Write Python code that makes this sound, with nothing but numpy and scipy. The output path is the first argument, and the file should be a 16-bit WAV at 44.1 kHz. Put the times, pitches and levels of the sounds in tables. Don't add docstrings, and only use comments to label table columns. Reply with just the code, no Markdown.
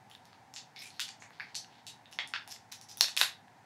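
import sys
import numpy as np
from scipy import signal
from scipy.fft import rfft, irfft, next_fast_len
from scipy.io import wavfile

SR = 44100
rng = np.random.default_rng(int(sys.argv[2]) if len(sys.argv) > 2 else 0)


def digitize_waveform(pressure):
    field = np.atleast_2d(pressure).T
    bounded = np.clip(field, -1, 1)
    quanta = np.round(bounded * 32767).astype(np.int16)
    wavfile.write(sys.argv[1], SR, quanta)


N = 160965
CLICK_SAMPLES, TAIL_SAMPLES = 1024, 16384


def snaps(rebound_s=.0011, rebound_db=-11):
    # start in seconds, energy in dB, low and high band edge in Hz, first ring in Hz and dB,
    # second ring in Hz and dB, bright crack in dB, send to the room in dB.
    clicks = [(0.099, -35.5, 395, 6260, 1170, 7, 3160, 3, -6.5, 6),
              (0.113, -30, 400, 4830, 3190, 19, 7300, 16, -19, 3.5),
              (0.1504, -25.5, 530, 4800, 3680, 10, 7260, 2, -21, -7),
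              (0.254, -36, 3750, 6200, 1380, 11, 4260, -3, -14, 1),
              (0.33, -32.5, 400, 4240, 1240, 14, 4440, 7, -39, 1),
              (0.539, -24, 830, 6340, 5600, 9, 6660, 6, -12, 0),
              (0.5624, -19.5, 2950, 5400, 4100, -24, 7100, 1, -34, 7),
              (0.762, -25.5, 3520, 4370, 2200, 12, 5220, 2, -30, 5),
              (0.7911, -25, 1240, 5700, 2540, 6, 5100, 28, 3, 6.5),
              (0.819, -27, 1800, 7000, 2230, 26, 5300, -2, 2, 6),
              (0.904, -29, 2500, 6500, 4250, 13, 5600, -6, -15, -7),
              (0.9954, -10, 3160, 4150, 1420, 16.5, 6950, 1, -30, 1),
              (1.003, -14, 1760, 7520, 3220, 10.5, 5300, -2, -10, 5.5),
              (1.091, -24, 1200, 5970, 4330, -2, 7340, 4, -38, 0.5),
              (1.222, -25, 570, 2440, 2190, 9, 4390, 12, -43, 6),
              (1.306, -29.5, 400, 1940, 2130, 1, 4090, 14, -29, 1),
              (1.3982, -14.5, 970, 2930, 1650, 18, 4570, 17, -40, 0.5),
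              (1.4049, -14.5, 1490, 2120, 2270, 18.5, 4970, 24.5, -33, 4),
              (1.546, -21.5, 3260, 5140, 1460, 6, 4250, 5, -35, 5.5),
              (1.5527, -13.5, 2380, 8000, 1390, -9, 4300, 3, -39, -11),
              (1.5559, -18.5, 3210, 7350, 4210, 20, 7390, -14, -21, 3.5),
              (1.561, -21, 430, 10700, 4900, 18, 5600, 20, -25, 7.5),
              (1.645, -30, 2470, 4210, 1530, 14, 2840, 4, -28, -5),
              (1.8671, -22, 2840, 7700, 2930, 4, 3880, 8, -15.5, 9),
              (2.057, -31, 2860, 3130, 1450, -7, 3800, 6, -45, 2.5),
              (2.114, -38.5, 2500, 6500, 3830, 5, 5800, 1, -3, 12),
              (2.127, -26, 620, 5960, 2920, 8, 7310, -1, -25, 1),
              (2.133, -29, 2120, 7080, 1080, 8, 5560, 12, -21, 2.5),
              (2.188, -6, 624, 4160, 2150, 11.5, 3290, 7.5, -56, 3.5),
              (2.275, -27, 4000, 10800, 5350, 3, 9600, -2, -25, 3),
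              (2.3372, -7.5, 1700, 3400, 1416, 12.5, 4950, 3.5, -58, 4.5),
              (2.3607, -11.5, 1420, 3600, 1600, 13, 3350, -5, -49, -1),
              (2.4762, -24, 500, 6340, 770, 15, 5470, -4, -5.5, 5.5),
              (2.562, -28.5, 1210, 6000, 2050, 6, 3570, -4, -22, -6),
              (2.723, -26.5, 900, 5750, 4000, 5, 5840, 13.5, 4, 1),
              (2.729, -23.5, 1450, 6860, 5100, -16, 6970, -5, -22, 0.5),
              (2.813, -27, 3410, 6800, 1180, 13, 5800, 6, -9.5, 3.5),
              (2.9722, -21.5, 650, 5060, 3500, 8, 6170, 7, 6.5, 1),
              (3.0092, 7.5, 560, 7200, 4215, 16, 5400, 10, -7, -1.5),
              (3.0429, -8, 1730, 5100, 1590, -13, 3640, 1, -31, 0),
              (3.0834, -17, 800, 7100, 1480, -7, 3660, -9, -22, 4.5),
              (3.1665, -7.5, 676, 10860, 2700, 8, 3840, 13, -2, -1.5),
              (3.174, -1.5, 2000, 5300, 2500, 7, 3240, 10, -24, -6.5),
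              (3.182, -11, 1580, 7810, 3920, 0, 5300, 12, -2.5, -7),
              (3.2026, -18, 1720, 2820, 5270, -2, 8810, 1, -21, 19),
              (3.2132, 5.5, 686, 4420, 1534, 4, 3920, 10.5, -15, -1.5),
              (3.481, -37, 900, 3490, 1622, 9.5, 2390, 1, -32.5, -3.5)]
    out, kick = np.zeros(N), signal.unit_impulse(CLICK_SAMPLES)
    add(kick, rebound_s, from_db([rebound_db]))
    for (start_s, energy_db, *patch, room_db), room in zip(clicks, room_responses(len(clicks))):
        click = from_db(energy_db) * unit_energy(plastic(kick, *patch))
        add(out, start_s, click)
        add(out, start_s, from_db(room_db) * signal.fftconvolve(click, room))
    return out


def crinkles(slips_per_s=1000, spread_db=3, swell_share=.45):
    # start and length in seconds, rms level in dB, low and high band edge in Hz,
    # first ring in Hz and dB, second ring in Hz and dB, bright crack in dB.
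    runs = [(0.101, 0.071, -69, 2500, 4500, 3130, 3, 3640, 9, -7),
            (0.189, 0.2, -74, 1200, 5270, 1700, 6, 3800, -9, -40),
            (0.538, 0.034, -56.5, 4060, 7400, 4700, -10, 7260, 24, -15),
            (0.752, 0.089, -55, 2220, 4830, 2220, 15, 3600, 12, -21),
            (0.803, 0.094, -55, 2180, 8700, 2400, 13, 5000, -7, -14),
            (0.892, 0.11, -65, 3000, 5030, 4240, 5, 4400, -5, -19),
            (0.993, 0.035, -40, 2430, 6500, 3700, 6, 4860, -7, -18),
            (1.076, 0.018, -48, 1990, 6740, 2300, -4, 4760, -5, -33),
            (1.193, 0.06, -62, 4470, 7350, 6700, 9, 7000, -9, -25),
            (1.282, 0.28, -67.5, 1400, 4700, 2100, -5, 4300, -13, -46),
            (1.554, .022, -42, 4020, 8150, 4400, 9, 5900, 5, -19),
            (1.681, .15, -68.5, 1780, 4300, 3450, -7, 3900, -11, -48),
            (2.496, 0.036, -54, 2490, 6900, 3300, -9, 5430, 11, -20),
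            (2.508, 0.019, -47, 2400, 6800, 5450, 1, 6100, -1, -13),
            (2.53, 0.026, -57.5, 2460, 6900, 5300, -4, 7100, 7, -25),
            (2.714, 0.023, -47.5, 2120, 6500, 4000, -3, 5900, 2, -16),
            (2.88, .052, -53.5, 3970, 6500, 5300, 0, 5870, 4, -15),
            (2.97, 0.041, -53, 3200, 6200, 3800, 10, 5800, 18, -8),
            (3.165, 0.083, -37, 1470, 7660, 3700, -4, 5300, -7, -12)]
    out = np.zeros(N)
    for (start_s, length_s, rms_db, *patch), room in zip(runs, room_responses(len(runs))):
        n = int(length_s * SR)
        chance, size, sign = rng.random((3, TAIL_SAMPLES))[:, :n]
        strength = from_db(-spread_db * np.log(np.maximum(size, .02)))
        slips = (chance < slips_per_s / SR) * strength * np.sign(sign - .5)
        force = np.pad(slips * signal.windows.tukey(n, swell_share), (0, CLICK_SAMPLES))
        run = from_db(rms_db) * np.sqrt(n) * unit_energy(plastic(force, *patch))
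        add(out, start_s, run)
        add(out, start_s, signal.fftconvolve(run, room))
    return out


def plastic(force, low_hz, high_hz, first_hz, first_db, second_hz, second_db, crack_db, ring_q=10.5):
    # pitch in Hz, gain in dB.
    modes = [(9400, 5), (10700, 8), (11900, 5.5), (14400, 4)]
    force = disperse(cut(force + 1e-18, 280, "high"))
    body = cut(cut(force, low_hz, "high"), high_hz, "low", order=4)
    rings = from_db(first_db) * ring(body, first_hz, ring_q)
    rings += from_db(second_db) * ring(body, second_hz, ring_q)
    crack = cut(cut(force, 9480, "high", order=3), 15460, "low")
    detune = 1 + .065 * rng.uniform(-1.2, 1, len(modes))
    glints = sum(from_db(db) * ring(crack, hz * shift, q=24) for (hz, db), shift in zip(modes, detune))
    return body + rings + from_db(crack_db) * (from_db(-17) * crack + glints)


def disperse(x):
    # centre in Hz, width in Hz.
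    lingering = [(600, 590), (1600, 1900), (3600, 910), (5500, 2500), (11000, 2530)]
    for hz, width_hz in lingering:
        radius = np.exp(-np.pi * width_hz / SR)
        feedback = [1, -2 * radius * np.cos(2 * np.pi * hz / SR), radius * radius]
        x = signal.lfilter(feedback[::-1], feedback, x)
    return x


def room_responses(count):
    # delay in seconds, gain in dB, pitch in Hz above which it is dulled.
    reflections = [(.0059, -12.5, 6000), (0.0154, -18, 7000)]
    # frequency in Hz, seconds to fall by 60 dB.
    t60 = [(300, 0.11), (1000, 0.28), (2500, 0.25), (5000, 0.23), (9000, 0.19), (15000, 0.18)]
    # frequency in Hz, gain in dB.
    colour = [(300, -0.5), (800, -5.5), (1600, -5), (3200, -2.5), (5000, -1), (8000, -1), (11000, -1.5),
              (15000, -8)]
    t, hz = np.arange(TAIL_SAMPLES) / SR, np.fft.rfftfreq(TAIL_SAMPLES, 1 / SR)
    spectra = rfft(rng.standard_normal((count, TAIL_SAMPLES))) * from_db(at_hz(colour, hz))
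    tail_db, tail_delay_s, build_s = -.3, .00067, .0078
    build = 1 - np.exp(-np.maximum(t - tail_delay_s, 0) / build_s)
    edges_hz, tails = np.geomspace(150, 20000, 10), 0
    for low, high in zip(edges_hz, edges_hz[1:]):
        decay = unit_energy(build * from_db(-60 * t / at_hz(t60, np.sqrt(low * high))))
        band = irfft(spectra * ((hz >= low) & (hz < high)))
        tails += from_db(tail_db) * decay * band
    early, impulse = np.zeros(TAIL_SAMPLES), signal.unit_impulse(CLICK_SAMPLES)
    for delay_s, db, dull_hz in reflections:
        add(early, delay_s, from_db(db) * cut(impulse, dull_hz, "low", order=1))
    return tails + early


def room_tone(rms_db=-60):
    # frequency in Hz, relative density in dB.
    air = [(30, -34.5), (50, -25), (70, -19.5), (105, 2.5), (140, -2.5), (250, -3.5), (340, -10),
           (560, -11), (650, -7), (770, 1.5), (930, -2.5), (1150, -13), (1450, -12), (1720, -9),
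           (2050, -13), (3000, -21.5), (4400, -22), (6500, -25.5), (9000, -30.5), (15000, -39)]
    size = next_fast_len(N)
    colour = from_db(at_hz(air, np.fft.rfftfreq(size, 1 / SR)))
    noise = irfft(rfft(rng.standard_normal(size)) * colour, size)[:N]
    return from_db(rms_db) * np.sqrt(N) * unit_energy(noise)


def from_db(db):
    return 10 ** (np.asarray(db) / 20)


def unit_energy(x):
    return x / np.sqrt(np.sum(x ** 2) + 1e-20)


def at_hz(points, hz):
    points_hz, values = np.transpose(points)
    return np.interp(np.log(np.maximum(hz, 1)), np.log(points_hz), values)


def cut(x, hz, kind, order=2):
    return signal.sosfilt(signal.butter(order, hz, kind, fs=SR, output="sos"), x)


def ring(x, hz, q):
    return signal.lfilter(*signal.iirpeak(hz, q, fs=SR), x)


def add(out, start_s, x):
    i = int(round(start_s * SR))
    part = x[:max(len(out) - i, 0)]
    out[i:i + len(part)] += part


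def scene():
    return (snaps() + crinkles() + room_tone())[None]


def record(dry):
    return signal.sosfilt(signal.ellip(10, .1, 80, 15700, fs=SR, output="sos"), dry)


dry = scene()
out = record(dry)
digitize_waveform(out)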